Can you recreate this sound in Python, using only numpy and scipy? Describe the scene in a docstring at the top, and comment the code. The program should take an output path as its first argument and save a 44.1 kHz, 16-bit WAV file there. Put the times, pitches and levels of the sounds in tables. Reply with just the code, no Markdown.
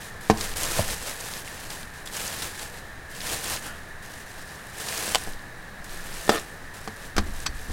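"""Unwrapping a sandwich

Cling film peels off a sandwich on a kitchen table, close to a hand-held camera in a small room.
It slips in tiny stick-slip bursts, creases buckle and pop, and a stretched corner snaps free.
Hands knock the table and nudge a sandwich toaster, which rings in its damped modes and skids.
An appliance whirs behind; at the end the camera is picked up and swung away."""
import sys
import numpy as np
from scipy import signal
from scipy.fft import rfft, irfft
from scipy.io import wavfile

SR = 44100
rng = np.random.default_rng(int(sys.argv[2]) if len(sys.argv) > 2 else 0)


def wav_record(signal):
    """Record a signal, one row per channel, as 16-bit PCM in the file named by sys.argv[1]."""
    frames = np.transpose(np.atleast_2d(signal))
    bounded = np.clip(frames, -1, 1)
    # unit amplitude maps onto the largest positive 16-bit level
    quanta = np.round(bounded * 32767).astype(np.int16)
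    wavfile.write(sys.argv[1], SR, quanta)


N = 340628
T = np.arange(N) / SR
RING_T = T[:SR // 3]


def amp(db):
    """Amplitude ratio: tenfold for every 20 dB."""
    return 10 ** (np.asarray(db) / 20)


def unit(x):
    """Normalisation to rms 1."""
    return x / np.sqrt(np.mean(x ** 2))


def peaked(x, db):
    """Normalisation to a given peak level."""
    return x * amp(db) / np.abs(x).max()


def curve(rows, column):
    """Linear interpolation of one column over time."""
    rows = np.array(rows)
    return np.interp(T, rows[:, 0], rows[:, column])


def during(rows):
    """A rectangular gate, open from the first row to the last."""
    return (T >= rows[0][0]) & (T <= rows[-1][0])


def add(track, start_s, sound):
    """Superposition: a sound adds to the track from its start time."""
    start = int(start_s * SR)
    track[start:start + len(sound)] += sound[:N - start]


def response(spectrum, size=16384):
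    """Minimum-phase impulse response of a (Hz, dB) spectrum, by folding the cepstrum."""
    hz, db = np.transpose(spectrum)
    bins_hz = np.maximum(np.arange(size // 2 + 1) * SR / size, 1)
    magnitude = amp(np.interp(np.log(bins_hz), np.log(hz), db))
    cepstrum = irfft(np.log(magnitude))
    cepstrum[1:size // 2] *= 2
    cepstrum[size // 2 + 1:] = 0
    return irfft(np.exp(rfft(cepstrum)))


def through(x, impulse):
    """Convolution with a response of unit energy."""
    return signal.fftconvolve(x, impulse / np.linalg.norm(impulse))[:N]


def band(x, hz, width_hz):
    """A second-order resonance, gain 1 at its centre."""
    hz = min(hz, SR / 3)
    quality = hz / min(width_hz, SR / 3)
    return signal.lfilter(*signal.iirpeak(hz, quality, fs=SR), x)


def soften(x, hz):
    """A first-order low-pass dulls the treble."""
    pole = np.exp(-2 * np.pi * hz / SR)
    return signal.lfilter([1 - pole], [1, -pole], x)


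def walk(rate):
    """Random modulation of rms 1, with about rate turns a second."""
    return unit(np.interp(T * rate, np.arange(N // 4), rng.standard_normal(N // 4)))


def gesture(start, length, attack_s, release_db_per_s):
    """Envelope of a hand movement: linear attack, hold, exponential release."""
    attack = np.clip((T - start) / attack_s, 0, 1)
    return attack * amp(-release_db_per_s * np.maximum(T - start - length, 0))


# Spectrum of the moving air. Each row: frequency in Hz, relative level in dB.
AIR_SPECTRUM = [(30, -7.5), (80, 3), (160, 2), (280, -5.5), (700, -4.5), (1050, -6.5), (1500, -6.5),
                (2200, -12), (3000, -17), (5000, -20), (9000, -23), (15500, -29.5)]
# Its resonances. Each row: centre in Hz, nominal width in Hz, rms level in dB.
WHISTLES = [(1180, 33, -66), (1735, 157, -46.5), (3900, 220, -62.5), (9500, 300, -67)]


def appliance(air_db=-44):
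    """Steady airflow makes broadband noise; resonances pick out narrow whistling bands."""
    air = through(rng.standard_normal(N), response(AIR_SPECTRUM)) * amp(air_db + .5 * walk(5))
    for hz, width_hz, db in WHISTLES:
        whistle = rng.standard_normal(N)
        for _ in range(2):
            whistle = band(whistle, hz, width_hz * 2.2)
        air += unit(whistle) * amp(db + 0.22 * walk(8.4))
    return air


# Spectrum of the camera's rumble. Each row: frequency in Hz, relative level in dB.
RUMBLE_SPECTRUM = [(8, -9.5), (16, 2), (30, -15.5), (60, -14.5), (120, -29), (300, -32.5), (1000, -84)]
# Moves of the camera. Each row: start in seconds, length in seconds, level in dB.
MOVES = [(0.287, 0.59, -33.5), (5.097, 0.25, -36.5), (5.655, 0.26, -39.5), (7.136, 0.11, -27),
         (7.431, 0.083, -29.5), (7.674, 0.07, -23.5)]


def handling(held_db=-45.5, sway_db=1.5):
    """Structure-borne noise: the camera rumbles faintly in the hand, and more with each move."""
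    gain = amp(held_db + sway_db * walk(3.07))
    for start, length, db in MOVES:
        move = amp(db) * gesture(start, length, attack_s=0.028, release_db_per_s=57)
        gain = np.maximum(gain, move)
    return through(rng.standard_normal(N), response(RUMBLE_SPECTRUM)) * gain


# Rustles: the film as it is pulled and, in the last row, faint handling as the camera is swung away.
# Each row: start in seconds, length in seconds, final level in dB, growth in dB.
RUSTLES = [(0, 0.067, -47, -1.5), (0.204, 0.22, -42, 7), (0.364, 0.075, -33.5, 6.5),
           (0.477, 0.061, -42.5, -4), (0.554, 0.26, -32.5, 0.5), (0.833, .11, -35, 1), (1, .1, -34.5, 5.5),
           (1.149, .23, -39, 1.5), (1.44, 0.3, -45.5, -0.5), (1.692, 0.15, -46.5, -6),
           (1.933, 0.068, -50.5, -2), (2.054, 0.02, -44.5, -7), (2.105, 0.072, -36, 12),
           (2.188, 0.26, -39, -5), (2.414, 0.026, -33, 1), (2.47, 0.16, -45.5, -4.5),
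           (2.591, 0.072, -40.5, 1.5), (2.69, 0.096, -49, 2), (3.095, 0.24, -31, 20),
           (3.343, 0.13, -36.5, 2), (3.43, .12, -34, 0.5), (3.618, 0.049, -40, 0), (4.018, 0.2, -49.5, 0.5),
           (4.257, .16, -47, 5), (4.447, 0.37, -52, -1), (4.723, 0.091, -35.5, 14.5),
           (4.834, 0.3, -32.5, 3.5), (5.187, 0.11, -44.5, -2.5), (5.84, .45, -41.5, 7),
           (6.299, 0.062, -36.5, 2), (6.734, 0.19, -53.5, -6), (6.956, 0.11, -50, -1.5),
           (7.195, 0.23, -46, 8), (7.48, 0.25, -47, 6.5)]


def pull(grab_s=0.0069, creep_db=-7.5):
    """Loading and relaxation: the level in dB ramps along each rustle, drops, then creeps away."""
    gain = np.full(N, 1e-4)
    for start, length, end_db, growth_db in RUSTLES:
        to_go = np.clip(1 - (T - start) / length, 0, 1)
        held = gesture(start, length, grab_s, release_db_per_s=188)
        creep = amp(creep_db) * gesture(start, length, grab_s, release_db_per_s=69.5)
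        envelope = amp(end_db - growth_db * to_go) * np.maximum(held, creep)
        gain = np.maximum(gain, envelope)
    return 20 * np.log10(gain)


def slips(rate, spread_db):
    """A Poisson process: about rate impulses a second, of unequal size, rms 1."""
    size = amp(spread_db * np.clip(rng.standard_normal(N), -2, 2))
    occurs = rng.random(N) < rate / SR
    return unit(occurs * rng.choice([-1, 1], N) * size)


def crackles(rate, spread_db, t60):
    """Crackling noise: each buckling fold starts an avalanche of slips that decays exponentially."""
    retained = np.exp(-np.log(1e6) / (t60 * SR))
    energy = signal.lfilter([1], [1, -retained], slips(rate, spread_db) ** 2 + 1e-12)
    return unit(np.sqrt(energy) * rng.standard_normal(N))


# Spectra of the slips and of the taut sheet they shake. Each row: frequency in Hz, relative level in dB.
SLIP_SPECTRUM = [(300, -7.5), (1200, -1.5), (2500, 1), (4500, -0.5), (6500, -1.5), (9000, -1),
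                 (12000, -5.5), (15500, -12.5)]
SHEET_SPECTRUM = [(80, -2.5), (160, 1.5), (260, -5.5), (500, 0.5), (900, -0.5), (1300, -5.5), (1700, -3),
                  (3000, -10), (8000, -36)]


def film(pull_db, slack_below_db=-42, slack_span_db=18):
    """Stick-slip peeling: the front catches and runs in spurts, slips fuse into hiss, folds tick."""
    # slack film stirs in fits, ticks more and sounds thinner
    slack = np.clip((slack_below_db - pull_db) / slack_span_db, 0, 1)
    spurts = amp(0.72 * walk(70) + (0.83 + 0.85 * slack) * walk(30))
    hiss = crackles(rate=2500, spread_db=-1, t60=0.016) * spurts
    # facets of different sizes tick at different pitches
    facets = sum(band(crackles(rate=45, spread_db=6, t60=0.006), hz, hz * 0.49)
                 for hz in (2200, 3980, 6540, 11200))
    ticks = amp(-11 + 0.5 * slack) * unit(facets) * spurts
    fine_slips = band(crackles(rate=900, spread_db=-3, t60=0.0047), hz=9300, width_hz=7000)
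    thin_hiss = amp(-9.5) * slack * fine_slips * spurts
    rustle = through(hiss + thin_hiss + ticks, response(SLIP_SPECTRUM))
    # the harder the pull, the more the sheet sounds like a drumskin
    sheet = through(hiss, response(SHEET_SPECTRUM)) * amp(-6.0 + 0.052 * (pull_db + 29))
    return (amp(1.66) * rustle + sheet) * amp(pull_db)


def ring(modes):
    """Free vibration in damped modes; a panel radiates little below its lowest mode."""
    motion = sum(amp(db - 60 * RING_T / t60) * np.sin(2 * np.pi * hz * RING_T) for hz, db, t60 in modes)
    radiation = signal.butter(4, .85 * modes[0][0], "high", fs=SR, output="sos")
    return signal.sosfilt(radiation, motion)


def crack(spectrum, t60, scatter):
    """Source and filter: an impulse and a scatter of smaller ones take on the object's spectrum."""
    burst = scatter * rng.standard_normal(len(RING_T)) * amp(-60 * RING_T / t60)
    burst[0] += 1
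    # bending waves disperse: the lows arrive just after the highs
    burst = signal.lfilter([-.5, 1], [1, -.5], burst)
    return signal.fftconvolve(burst, response(spectrum))[:len(RING_T)]


# Spectrum of a contact click. Each row: frequency in Hz, relative level in dB.
CLICK_SPECTRUM = [(200, -1.5), (600, 2.5), (1300, 6), (2000, -1), (2600, -1.5), (3500, -4), (4600, -1),
                  (6500, -6), (9000, -13.5), (15000, -23)]


def blows(events, modes):
    """Impact excitation: each blow clicks at the contact and sets the struck body ringing."""
    out = np.zeros(N)
    for start, ring_db, click_db in events:
        add(out, start, peaked(ring(modes), ring_db))
        click = crack(CLICK_SPECTRUM, t60=0.053, scatter=0.14)
        add(out, start, -peaked(click, click_db))
    return out


# Blows on the table; the row at 5.274 s is the sandwich settling onto it. Each row: start in seconds, ring peak
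# in dB, click peak in dB.
TABLE_KNOCKS = [(.2992, 0.5, -7), (.3083, -30, -14), (5.274, -24.5, -44), (6.8758, -20.5, -20),
                (7.700, -31, -37)]
# Modes of the table. Each row: frequency in Hz, relative level in dB, 60 dB decay time in seconds.
TABLE_MODES = [(95, -12, 0.12), (170, -19, .08), (219, 0, 0.1), (329, -5, 0.13), (446, 6.5, 0.034),
               (644, -10, 0.076), (740, 10, 0.023), (930, -5, 0.07), (1050, -4, 0.085), (1546, -16, 0.14),
               (1713, -12, 0.082), (2276, -5, 0.026)]


def knocks():
    """A struck plate: the table rings in its modes when a hand knocks it or the sandwich settles on it."""
    return blows(TABLE_KNOCKS, TABLE_MODES)


# The main creases. Each row: start in seconds, nominal level in dB, centre frequency in Hz.
MAIN_CREASES = [(0.373, -20, 5760), (.4095, -12, 4260), (.4544, -25, 6530), (0.5692, -14.5, 9130),
                (.632, -10.5, 8950), (1.2077, -18.5, 8160), (1.3361, -18, 4220), (1.703, -21, 5000),
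                (2.073, -21, 4180), (2.425, -20, 5500), (2.593, -20, 5120), (3.2042, -20, 3740),
                (3.2979, -17, 5560), (3.4417, -17, 7650), (4.885, -13, 4680), (4.9757, -16, 5660),
                (5.8426, -27, 9500), (7.4016, -24, 7530)]


def creases(pull_db, pops_per_s=9, over_pull_db=12, spread_db=4, centre_hz=5500):
    """Buckling: a crease gives way in a brief dense burst; the louder it is, the longer it lasts."""
    out = np.zeros(N)
    # lesser creases pop by chance, at levels that follow the pull
    moments = np.flatnonzero(rng.random(N) < pops_per_s / SR)
    chance = np.clip(rng.standard_normal((len(moments), 2)), -2, 2)
    lesser = [(T[i], pull_db[i] + over_pull_db + spread_db * size, centre_hz * 2 ** octaves)
              for i, (size, octaves) in zip(moments, chance)]
    for start, db, hz in MAIN_CREASES + lesser:
        pop = crack(SLIP_SPECTRUM, t60=0.02 * amp(0.16 * (db + 23)), scatter=0.24)
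        add(out, start + .001, peaked(band(pop, hz, hz * 0.74), db - 3))
    return out


# The sandwich lands. Each row: start in seconds, ring peak in dB, click peak in dB.
SANDWICH_FLOPS = [(.785, -23, -18), (.7925, -9, -18), (.803, -32, -36)]
# Modes of the slap. Each row: frequency in Hz, relative level in dB, 60 dB decay time in seconds.
SLAP_MODES = [(98.5, 5.5, 0.038), (175, -0.5, 0.043), (620, 2, 0.049), (660, -1, 0.024), (885, -3, 0.031)]


def flop():
    """A soft impact: the sandwich slaps the table, exciting low, heavily damped modes."""
    return blows(SANDWICH_FLOPS, SLAP_MODES)


# Course of the squeak. Each row: time in seconds, pitch in Hz, level in dB.
SQUEAK_COURSE = [(3.62, 1448, -65), (3.66, 1560, -39), (3.71, 1494, -44), (3.77, 1530, -52)]


def squeak(jitter=0.099):
    """Friction oscillation: a finger sticks and slips on taut film, giving a rough tone and octave."""
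    pitch_hz = curve(SQUEAK_COURSE, column=1) * (1 + jitter * walk(600))
    phase = 2 * np.pi * np.cumsum(pitch_hz) / SR
    tone = unit(np.sin(phase) + amp(-6) * np.sin(2 * phase))
    return tone * amp(curve(SQUEAK_COURSE, column=2)) * during(SQUEAK_COURSE)


# The corner lets go. Each row: start in seconds, peak in dB, low-pass cutoff in Hz.
CORNER_SNAPS = [(5.079, -14.5, 1500), (5.1481, 2.5, 9000), (5.156, 1, 3000)]
# Spectrum of a snap. Each row: frequency in Hz, relative level in dB.
SNAP_SPECTRUM = [(100, -6), (300, -4.5), (900, 4.5), (1900, -4), (2600, 2.5), (5000, 0.5), (10000, -4),
                 (15500, -16)]


def snaps():
    """Sudden release of elastic energy: the stretched corner cracks like a small whip."""
    out = np.zeros(N)
    for start, db, cutoff_hz in CORNER_SNAPS:
        whip = crack(SNAP_SPECTRUM, t60=0.016, scatter=0.12)
        add(out, start, -peaked(soften(whip, cutoff_hz), db))
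    return out


# Bumps on the toaster. Each row: start in seconds, ring peak in dB, click peak in dB.
TOASTER_NUDGES = [(6.278, -19, -22), (6.2928, 0.5, -1.5)]
# Modes of the toaster. Each row: frequency in Hz, relative level in dB, 60 dB decay time in seconds.
TOASTER_MODES = [(230, -11.5, 0.18), (398, -10, 0.077), (448, 2, 0.042), (598, -3.5, 0.052),
                 (706, 0, 0.025), (800, -1, 0.023), (1300, 1.5, 0.026), (1470, -13, 0.031),
                 (1790, 1, 0.026), (2820, -5, 0.018), (3500, -5.5, 0.024)]


def nudge():
    """Modal ringing: the toaster's body vibrates freely after a hand bumps it."""
    return blows(TOASTER_NUDGES, TOASTER_MODES)


# Course of the skid. Each row: time in seconds, body level in dB, grit level in dB.
SKID_COURSE = [(6.3, -44, -42), (6.316, -26.5, -37), (6.34, -33, -35.5), (6.365, -27.5, -33),
               (6.386, -39, -32), (6.392, -70, -60)]


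def skid():
    """Stick-slip friction: the toaster's feet shake its body, then scratch as it comes to rest."""
    feet = slips(rate=2000, spread_db=5.5) * during(SKID_COURSE)
    body = through(feet * amp(curve(SKID_COURSE, column=1)), ring(TOASTER_MODES))
    scratch = band(response(CLICK_SPECTRUM), hz=2000, width_hz=2200)
    grit = through(feet * amp(curve(SKID_COURSE, column=2)), scratch)
    return body + grit


# The camera is gripped. Each row: start in seconds, ring peak in dB, click peak in dB.
CAMERA_GRIPS = [(7.1655, -22, -13), (7.181, -14.5, -5.5), (7.265, -29.5, -40)]
# Modes of its mount. Each row: frequency in Hz, relative level in dB, 60 dB decay time in seconds.
MOUNT_MODES = [(67, 1, 0.13), (207, -7, 0.15), (328, 2.5, 0.025), (396, -11, 0.041), (617, -11, 0.048),
               (1130, -6, 0.027), (1480, -16, 0.029)]


def grip():
    """Structure-borne impact: gripping the camera excites the modes of its mount."""
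    return blows(CAMERA_GRIPS, MOUNT_MODES)


# Contacts as the camera swings. Each row: start in seconds, ring peak in dB.
CLINK_CONTACTS = [(7.459, -31), (7.4628, -16.5), (7.466, -16.5)]
# Modes of the object. Each row: frequency in Hz, relative level in dB, 60 dB decay time in seconds.
CLINK_MODES = [(976, -9, .04), (1230, -1, 0.035), (1750, -10, .035), (2394, 2, 0.032), (2570, 1, 0.033),
               (3430, -9, .04), (4020, -13, .06), (4400, -2, .07), (4560, 4, 0.09), (4880, -3, .04),
               (5900, 0.5, 0.051), (6500, -7, 0.032), (7730, 4.5, .03)]


def clink():
    """Quick grazing impacts excite the high modes of one small hard object."""
    out = np.zeros(N)
    for start, db in CLINK_CONTACTS:
        add(out, start, peaked(ring(CLINK_MODES), db))
        graze = crack(CLICK_SPECTRUM, t60=0.03, scatter=0.67)
        add(out, start, peaked(band(graze, hz=5200, width_hz=12600), db - 0.5))
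    return out


def room(x, t60, wet_db, dull_hz):
    """Reverberation: reflections from the table and near walls merge into an exponential tail."""
    reflections = soften(rng.standard_normal(len(RING_T)), dull_hz)
    tail = reflections * amp(-60 * RING_T / t60) * (RING_T > .003)
    return x + amp(wet_db) * through(x, tail)


def scene():
    """Superposition in one small room, where the lows of the bumps linger longest."""
    bumps = room(knocks() + flop() + nudge() + grip(), t60=0.43, wet_db=-24.5, dull_hz=700)
    pull_db = pull()
    near = film(pull_db) + creases(pull_db) + snaps() + squeak() + bumps + skid() + clink()
    near = room(near, t60=0.087, wet_db=-16.0, dull_hz=7040)
    return (near + appliance() + handling())[None]


def record(dry, top_hz=15900):
    """Saturation and band limiting: the recorder rounds the loudest peaks and cuts the top."""
    rounded = dry / (1 + dry ** 8) ** (1 / 8)
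    low_pass = signal.ellip(10, .2, 80, top_hz, fs=SR, output="sos")
    return signal.sosfilt(low_pass, rounded)


dry = scene()
out = record(dry)
wav_record(out)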